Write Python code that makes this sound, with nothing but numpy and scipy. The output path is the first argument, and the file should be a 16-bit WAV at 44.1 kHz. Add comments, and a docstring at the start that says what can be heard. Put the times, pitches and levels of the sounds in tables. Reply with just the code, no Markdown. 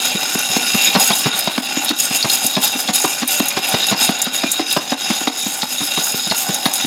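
"""Raw beans tumble in a lidded metal pot shaken to and fro over a gas flame in a kitchen.
From the start, rolling beans tick on the metal and set it ringing, and flung beans patter on the glass lid.
The flame rushes softly as filtered noise, and the kitchen answers the pot with short, dull echoes.
Soon the loose lid starts to chatter on the rim: short bursts of touches ring pot and glass.
Then the heap begins to thud into the wall: ragged bursts of blows give a boom, a knock and a clack."""
import sys
import numpy as np
from scipy import signal
from scipy.fft import rfft, irfft, next_fast_len
from scipy.io import wavfile
from scipy.ndimage import map_coordinates

SR = 44100
rng = np.random.default_rng(int(sys.argv[2]) if len(sys.argv) > 2 else 0)


def invert_db(x):
    """Field ratio 10**(x/20) for x, a level in decibels (scalar or array-like)."""
    u = np.asarray(x, float) / 20
    return 10 ** u


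def pcm_store(signal):
    """Save signal as 16-bit PCM."""
    levels = np.round(np.clip(np.atleast_2d(signal), -1, 1) * 32767)
    wavfile.write(sys.argv[1], SR, levels.astype(np.int16).T)


N = 302526  # samples, about 6.86 s

# where the beans roll, as a boost of some pot modes: t/s, low floor modes/dB, high wall modes/dB
ROLLING_PATH = [(0, 7, 2), (.4, 9.5, 8), (.8, 9, 3.5), (1.2, 5.5, 1), (1.6, 5.5, -1.5), (2.1, 8, 4.5),
                (2.6, 3, 2.5), (3.1, 8, 8.5), (3.6, 6.5, -1), (4.1, 5.5, 1.5), (4.6, 7, 1.5), (5.1, 3, 4.5),
                (5.6, 4.5, 6.5), (6.2, 4, 5), (6.86, 2.5, 1)]
# vigour of the shaking, before waves and lulls: t/s, rolling level/dB, thin spray level/dB
SHAKING_VIGOUR = [(0, -18.5, -23.5), (.45, -21.5, -27), (.85, -16, -20.5), (1.2, -15, -34),
                  (1.5, -23, -33.5), (1.85, -20.5, -29.5), (2.3, -21.5, -30.5), (2.8, -24, -31),
                  (3.3, -24, -30.5), (3.8, -17.5, -28), (4.2, -22, -37), (4.7, -25, -37.5),
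                  (5.15, -21, -30.5), (5.5, -24.5, -26.5), (5.9, -22.5, -27), (6.4, -23, -31),
                  (6.86, -19, -28)]
# the heap lies still for a moment against the wall: t/s, depth/dB, half length/ms (to 1/e of the depth)
STILL_MOMENTS = [(.15, 3, 58), (.96, 5, 140), (1.308, 7, 18), (1.616, 12, 6.9), (1.948, 8, 50),
                 (2.6, 4, 36), (2.921, 12, 10), (3.252, 7, 25), (3.61, 7, 14), (3.95, 8.5, 23),
                 (4.31, 6, 24), (4.65, 5, 10), (4.959, 11, 16), (5.31, 7.5, 46), (5.66, 4.5, 30),
                 (6.69, 3, 61)]
# a wave of beans surges up to the lid: crest t/s, spray level/dB, lift of the rolling/dB, fall/ms (to 1/e)
BEAN_WAVES = [(.25, -49, 0, 72), (.86, -19, 5.5, 42), (1.03, -8.5, 4, 44), (1.181, -15.5, -8, 27),
              (1.391, -20, 2, 38), (1.85, -38, -1.5, 9), (2.01, -10.5, 5, 22), (2.16, -20, 2, 12),
              (2.329, -17.5, 5.5, 42), (2.46, -24, 0, 35), (2.645, -14.5, 7.5, 28), (2.81, -22, 5, 12),
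              (2.966, -17.5, 5, 67), (3.32, -16, 5.5, 42), (3.7, -29, 0.5, 20), (3.9, -30, 0, 44),
              (4.03, -15.5, 7, 30), (4.35, -24.5, 4.5, 48), (4.53, -26.5, 0.5, 31), (4.72, -23.5, 7, 31),
              (5.37, -45, 1.5, 46), (5.86, -34, 0, 26), (6.06, -26.5, -2, 87), (6.4, -21.5, 0, 60),
              (6.74, -18, -3.5, 35)]
# modes (ringing pitches) of pot and lid: f/Hz
MODE_HZ = [590, 786, 1150, 1445, 2420, 2740, 3280, 3490, 3768, 4270, 4757, 5062, 5406, 6044, 6450, 6640,
           6795, 7120, 7550, 7950, 8755, 9520, 9995, 10450, 11060, 11900, 12250, 12915, 13300, 14080, 14480]
# how each of those modes rings: width/Hz (wider dies sooner), level/dB
MODE_RING = [(84, -12.5), (76, -2.5), (97, -16.5), (68.5, -5), (96, -13), (65, -6.5), (70, -11), (60, -7),
             (77.6, 4), (90.5, -12), (50, -6.5), (66, 1.5), (41, -8), (39.7, -8), (80, -7.5), (60, -9.5),
             (90, -3), (80, -11.5), (90, -14.5), (45, -14), (91, -10.5), (60, -15.5), (90, -9.5),
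             (387, -11.5), (80, -7.5), (89, -14), (200, -14.5), (68, -8), (119, -15), (110, -19),
             (150, -12.5)]
# dry tick of one bean, its relative spectrum: f/Hz, level/dB
BEAN_TICK = [(100, -2), (250, -2.5), (400, -5.5), (800, -18), (1640, -2.5), (3090, -0.5), (4430, -10.5),
             (5800, -20.5), (7500, -18), (9200, -22), (10800, -19), (13500, -36.5), (15800, -15)]
# modes of the air and floor of the pot: f/Hz, width/Hz, level/dB
POT_HOLLOW = [(179.6, 59, -1), (254.8, 31.5, 4.5), (325, 12.3, -7.5), (475, 17, -8), (566, 280, -19)]
# band of the flame's rush, lower and upper edge: f/Hz
FLAME_BAND = [130, 700]
# the lid strikes the rim: t/s, relative peak level/dB, pitch the pot ring is centred on f/Hz,
# glass level against that peak/dB
LID_STRIKES = [(0.053, -3, 6790, 3), (0.389, -0.5, 6050, -1), (0.569, -5, 4250, -1), (0.815, 2, 4750, -4),
               (0.939, 1, 4140, -24), (0.953, 3, 4270, -20), (0.999, 5.5, 5250, -1), (1.118, -1, 3280, -22),
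               (1.2595, -7, 4750, -18), (1.391, -2, 7100, 8), (1.8472, -12, 3750, 16.5),
               (1.8835, 4, 3960, -22), (1.892, 9, 4040, -13), (1.902, -1, 3860, -26), (2, -1, 7140, -7),
               (2.2096, -2, 3780, -25), (2.2272, 10.5, 4440, -23), (2.2988, 7, 4120, -9),
               (2.4654, 5, 6700, 0.5), (2.5535, 5, 3920, -30), (2.63, 0, 3770, -10),
               (2.8767, 1.5, 3770, -26), (2.9366, -2, 4000, -20), (2.956, 7.5, 6600, -4),
               (3.277, -14, 3900, 18), (3.301, -2, 3520, -12), (3.399, -6, 3490, -28), (3.457, -3, 3700, 0),
               (3.484, 1.5, 6790, 1.5), (3.569, -10, 4270, -16), (3.6446, -2, 2740, -3),
               (3.689, -8, 3760, 7), (3.745, -3, 4270, -20), (3.869, 1.5, 6770, -1), (4.0156, -5, 3760, -4),
               (4.096, -10, 5060, -4), (4.141, -12, 6790, -6), (4.187, -17, 6790, 5),
               (4.2175, 10, 7000, -8), (4.2424, -12, 3750, 7), (4.5167, 8, 7200, -1), (4.71, 3, 3770, -21),
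               (4.7262, -7, 5040, 9.5), (5.2764, -0.5, 3920, -37), (5.6206, 6, 4030, -33),
               (5.9753, -3, 3880, -25), (5.9983, -1, 4040, -23), (6.042, -2, 6800, 1), (6.3, 3, 4200, -45),
               (6.312, 6, 4000, -30), (6.347, -3, 4270, -6), (6.3812, -2.5, 6500, 1.5),
               (6.5447, 4.5, 6180, -4), (6.6558, 3, 3840, -8), (6.7367, 2, 6850, -2)]
# the heap lands on the wall: t/s, relative peak level/dB, knock level against that peak/dB,
# landing time/ms (the blows die to 1/e), boom f/Hz
HEAP_LANDINGS = [(0.149, -10.5, -16, 9.5, 190), (0.35, -9, -8, 5.5, 235), (0.494, -19, -15, 20, 222),
                 (0.562, -6, -5, 6.4, 230), (0.743, -6, -11, 9.7, 183), (0.87, -22, -1, 29, 250),
                 (0.947, -4.5, 0.5, 23, 200), (1.1, -6.5, -1, 17.6, 192), (1.257, -5.5, -6.5, 11.8, 211),
                 (1.471, -9, -0.5, 13, 256), (1.576, -8, -2.5, 8, 253), (1.767, -8.5, -11, 7.4, 247),
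                 (1.901, -7.5, -10, 13, 240), (2.107, -13, -11, 8.1, 222), (2.244, -9, -3.5, 12, 220),
                 (2.442, -14.5, -21, 8.7, 228), (2.564, -5.5, -6, 17.4, 264), (2.749, -14, -26, 12, 230),
                 (2.883, -10, -2, 19.5, 250), (3.042, -6, -4, 8.7, 274), (3.217, -10.5, -3, 19, 264),
                 (3.397, -4.5, -6.5, 8.5, 255), (3.566, -9, -3.5, 16.6, 282), (3.74, -4, -9, 6.7, 191),
                 (3.91, -5.5, -7, 29, 238), (4.088, -3.5, -7.5, 7.4, 272), (4.263, -12.5, -7.5, 12, 252),
                 (4.433, -4.5, -18, 9.4, 300), (4.592, -6.5, -15, 14, 295), (4.763, -7, -1.5, 9.8, 292),
                 (4.917, -9, -0.5, 8.8, 250), (5.099, -7.5, -7.5, 17, 249), (5.208, -17, -10, 7, 263),
                 (5.269, -8.5, 0.5, 7.1, 244), (5.458, -13, -11, 19, 232), (5.627, -17, 4, 11, 240),
                 (5.802, -15.5, -5, 31, 236), (5.97, -11.5, -3, 14.6, 250), (6.141, -11, -28, 6.8, 222),
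                 (6.267, -17.5, -5, 9.7, 219), (6.309, -12.5, 1, 10.5, 188), (6.488, -9, -19, 12.7, 210),
                 (6.654, -7.5, 1.5, 10.5, 236), (6.84, -9, -15, 8.3, 210)]

SPRAY_LULL = 1.3  # in a lull the spray sinks this many times deeper than the rolling
WAVE_RISE_MS = 28.4  # a wave grows from 1/e to full in this time
SWING_HZ, SWING_M = 2.93, 0.079  # swing towards and away from the listener, metres to either side
FLAME_DB = -50.5  # level around which the flame flutters
KITCHEN_T60_S = 0.25  # time to fade by 60 dB at the lowest pitches; higher ones fade sooner
WALL_CUT_HZ = 3550  # each round of echo is duller above this
KITCHEN_DB = -15  # gain on the echoes
# the boom builds up slowly, so knock and clack start this much later to sound together with it
KNOCK_DELAY_S = 0.002
THUD_WIDTH_HZ = 95  # least mode width while the heap presses on the wall and damps the hollow


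def in_time(rows):
    """Draws straight lines between the rows, giving each column a value at every sample."""
    s, *columns = np.transpose(rows)
    return [np.interp(np.arange(N) / SR, s, c) for c in columns]


def rms_one(x):
    """Scales a sound to an rms (average strength) of 1."""
    return x / np.sqrt(np.mean(x ** 2) + 1e-20)


def cut(x, hz, kind, order=2):
    """Keeps the low, high or middle pitches with a Butterworth filter."""
    sections = signal.butter(order, np.clip(hz, 10, 0.45 * SR), kind, fs=SR, output="sos")
    return signal.sosfilt(sections, x + 1e-18)


def drift(rate_hz):
    """Slow random wandering with spread 1: smoothed noise made at every 40th sample."""
    r = np.exp(-80 * np.pi * rate_hz / SR)
    noise = rng.standard_normal(N // 40 + 2002)
    slow = signal.lfilter([1], [1, -2 * r, r * r], noise)[2000:]  # skip the settling time
    return np.interp(np.arange(N) / 40, np.arange(len(slow)), rms_one(slow))


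def resonate(x, hz, width_hz):
    """Rings one mode like a struck bell, with gain 1 at its own pitch."""
    r = np.exp(-np.pi * max(width_hz, 5) / SR)
    feedback = [1, -2 * r * np.cos(2 * np.pi * hz / SR), r * r]
    return signal.lfilter([(1 - r * r) / 2, 0, (r * r - 1) / 2], feedback, x + 1e-18)


def colour(x, spectrum):
    """Shapes a sound with third-octave bands of alternating sign, weighted by a spectrum."""
    edges = 25 * 2 ** np.arange(0, 9.6, 1 / 3)
    hz, db = np.transpose(spectrum)
    gains = invert_db(np.interp(np.log(edges * 2 ** (1 / 6)), np.log(hz), db))
    out = np.zeros(len(x))
    for k, (gain, low, high) in enumerate(zip(gains, edges, edges[1:])):
        out += gain * (-1) ** k * cut(x, [low, high], "band", order=1)
    return out


def contacts(per_s, spread_db, clump_db):
    """Random bean touches of uneven size that come in clumps, scaled to rms 1."""
    sizes = invert_db(spread_db * np.minimum(rng.exponential(1, N), 4.2))
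    chance = per_s * invert_db(clump_db * drift(25)) / SR
    return rms_one(sizes * (rng.random(N) < chance))


def pot(clicks, wander_db, dry_db, lean_db=lambda hz: 0, lowest=0):
    """Every touch lands elsewhere, so each mode is struck with its own strength; a dry tick joins in."""
    out = invert_db(dry_db) * colour(clicks * rng.standard_normal(N), BEAN_TICK)
    for hz, (width_hz, db) in zip(MODE_HZ, MODE_RING):
        if hz > lowest:
            gain = invert_db(db + lean_db(hz) + wander_db * drift(8.7))
            out += gain * resonate(clicks * rng.standard_normal(N), hz, width_hz)
    return out


def swell(s, rise_ms, fall_ms):
    """A rounded rise to 1 at time s and an exponential fall, at every 64th sample."""
    ms = (np.arange(0, N + 64, 64) / SR - s) * 1000
    rise = np.exp(-(np.minimum(ms, 0) / rise_ms) ** 2)
    fall = np.exp(-np.maximum(ms, 0) / fall_ms)
    return np.where(ms < 0, rise, fall)


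def shaking():
    """Levels of rolling and spray in dB: slow vigour, changed by each wave, sunk by each lull."""
    roll_db, spray_db = in_time(SHAKING_VIGOUR)
    t = np.arange(0, N + 64, 64) / SR
    lull_db, lift_db, surge = np.zeros((3, len(t)))
    for s, depth_db, half_ms in STILL_MOMENTS:
        lull_db += depth_db * np.exp(-((t - s) * 1000 / half_ms) ** 2)
    for s, db, wave_lift_db, fall_ms in BEAN_WAVES:
        wave = swell(s, WAVE_RISE_MS, fall_ms)
        lift_db += wave_lift_db * wave
        surge += invert_db(db) * wave
    lull_db, lift_db, surge = [np.interp(np.arange(N) / SR, t, v) for v in (lull_db, lift_db, surge)]
    spray_db = 20 * np.log10(invert_db(spray_db) + surge)
    return roll_db + lift_db - lull_db, spray_db - SPRAY_LULL * lull_db


def avalanche(per_s, rise_s, fall_s, first):
    """Uneven touches that swell and die within 1/12 s, led by one touch of a set size."""
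    t = np.arange(SR // 12) / SR
    touches = (rng.random(len(t)) < per_s / SR) * rng.standard_normal(len(t))
    touches *= (1 - np.exp(-t / rise_s)) * np.exp(-(t / fall_s) ** 2)
    touches[0] = first
    return touches


def add(out, s, sound, peak_db):
    """Lays a sound into out at time s with the given peak."""
    at = max(int(s * SR), 0)
    out[at:at + len(sound)] += invert_db(peak_db) * sound / np.abs(sound).max()


def rolling():
    """Beans rolling over the floor and up the wall ring the metal and also stir the pot's hollow."""
    roll_db, _ = shaking()
    floor_db, wall_db = in_time(ROLLING_PATH)

    def lean_db(hz):
        """Boosts the floor or wall modes as the beans roll there."""
        if 2000 < hz < 3000:
            return floor_db
        return wall_db if hz > 5300 else 0

    clicks = contacts(2000, spread_db=2.2, clump_db=2.0)
    metal = pot(clicks, wander_db=3.0, dry_db=-9.0, lean_db=lean_db)
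    metal = rms_one(cut(metal, 6960, "low"))
    hollow = np.zeros(N)
    for hz, width_hz, db in POT_HOLLOW:
        hollow += invert_db(db) * resonate(clicks * rng.standard_normal(N), hz, width_hz)
    hollow = rms_one(cut(hollow, 160, "high"))
    return invert_db(roll_db + 0.5) * (metal + invert_db(-19.0) * hollow)


def spray():
    """Beans flung against the glass touch harder and shorter: only the high modes speak."""
    _, spray_db = shaking()
    clicks = contacts(1500, spread_db=2.0, clump_db=3.5)
    high = cut(pot(clicks, wander_db=4.0, dry_db=6, lowest=4500), 6200, "high", order=3)
    return invert_db(spray_db + 1.0) * rms_one(high)


def swung(x):
    """As the pot swings, its changing distance bends the pitch slightly up and down."""
    seconds = np.arange(N) / SR
    lag = SWING_M / 343 * SR * np.sin(2 * np.pi * SWING_HZ * seconds)  # sound travels 343 m/s
    return map_coordinates(x, [np.arange(N) - lag], order=3, mode="nearest")


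def flame():
    """The gas flame is a soft rush: a band of noise with a slowly fluttering level."""
    rush = rms_one(cut(rng.standard_normal(N), FLAME_BAND, "band"))
    return invert_db(FLAME_DB + 2.5 * drift(2.2)) * rush


def kitchen(x):
    """Room echoes from eight feedback delays, weaker and duller on every round."""
    size = next_fast_len(N + SR)
    w = 2 * np.pi * np.arange(size // 2 + 1) / size  # radians per sample
    dull = 1 / (1 + 1j * w * SR / (2 * np.pi * WALL_CUT_HZ))
    echoes = 0
    for k, lag in enumerate(rng.uniform(0.0088, 0.03, 8) * SR):
        one_round = invert_db(-60 * lag / SR / KITCHEN_T60_S) * dull * np.exp(-1j * w * lag)
        echoes = echoes + (-1) ** k * one_round / (1 - one_round)
    return irfft(rfft(x, size) * echoes, size)[:N]


def lid():
    """A sharp touch and quick rebounds on the rim: pot modes near one pitch ring, the glass tinkles above."""
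    out = np.zeros(N + SR)
    for s, peak_db, centre_hz, glass_db in LID_STRIKES:
        touches = avalanche(1500, 0.0003, 0.008, first=3.0)
        metal = invert_db(1.5) * cut(touches, [0.8 * centre_hz, 1.5 * centre_hz], "band")
        glass = invert_db(-22) * cut(touches, 9700, "high")
        for hz, (width_hz, db) in zip(MODE_HZ, MODE_RING):
            uneven = touches * rng.uniform(0.17, 12.6, len(touches))
            ring = resonate(uneven, hz, 0.79 * width_hz)  # narrower, so it rings longer
            octaves_off = abs(np.log2(hz / centre_hz))
            metal += invert_db(0.19 * db - 70 * octaves_off + 15) * ring
            if hz > 8000:
                glass += invert_db(db + 27 + 1.6 * rng.standard_normal()) * ring
        add(out, s, metal, peak_db - 7.5)
        add(out, s, glass, peak_db + glass_db - 3.0)
    return out[:N]


def thuds():
    """The heap lands as a ragged avalanche of blows: a boom in the hollow, a knock and a clack of metal."""
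    out = np.zeros(N + SR)
    for s, peak_db, knock_db, ms, boom_hz in HEAP_LANDINGS:
        blows = avalanche(1400, 0.0015, ms / 1000, first=0.38)
        boom = invert_db(-11.5) * cut(blows, [0.45 * boom_hz, 2.61 * boom_hz], "band")
        for k, (hz, width_hz, db) in enumerate(POT_HOLLOW):
            near_db = -9 * abs(np.log2(hz / boom_hz))  # modes near the boom pitch are favoured
            gain = invert_db(0.7 * db + near_db + 1.5 * rng.standard_normal())
            boom += gain * (-1) ** k * resonate(blows, hz, max(width_hz, THUD_WIDTH_HZ))
        add(out, s, boom, peak_db + 0.5)

        knock = cut(blows * rng.standard_normal(len(blows)), [400, 1300], "band")
        knock += invert_db(3.0) * resonate(blows, MODE_HZ[1], 250)
        add(out, s + KNOCK_DELAY_S, knock, peak_db + knock_db + 4.5)

        patter = avalanche(2500, 0.0005, 1.1 * ms / 1000, first=1.2)
        clack = cut(patter, [1500, 5200], "band", order=3)
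        add(out, s + KNOCK_DELAY_S, clack, peak_db + 0.4 * knock_db + 2.5)
    return out[:N]


def scene():
    """The pot with its echoes in the kitchen, and the flame below; one channel."""
    shaken = swung(rolling() + spray()) + lid() + thuds()
    echoes = invert_db(KITCHEN_DB) * kitchen(cut(shaken, 310, "high"))
    return (shaken + echoes + flame())[None]


def roll_off(x):
    """The treble ends steeply here."""
    return signal.sosfilt(signal.butter(12, 16460, fs=SR, output="sos"), x)


def record(dry):
    """The microphone rounds the peaks and drops the deep bass; the top is cut."""
    rounded = 1.238 * np.tanh(dry / 1.25)
    no_bass = cut(rounded, 174, "high")
    top = signal.ellip(10, 0.5, 60, 15900, fs=SR, output="sos")
    mix = signal.sosfilt(top, no_bass)
    return roll_off(mix)


dry = scene()
out = record(dry)
pcm_store(out)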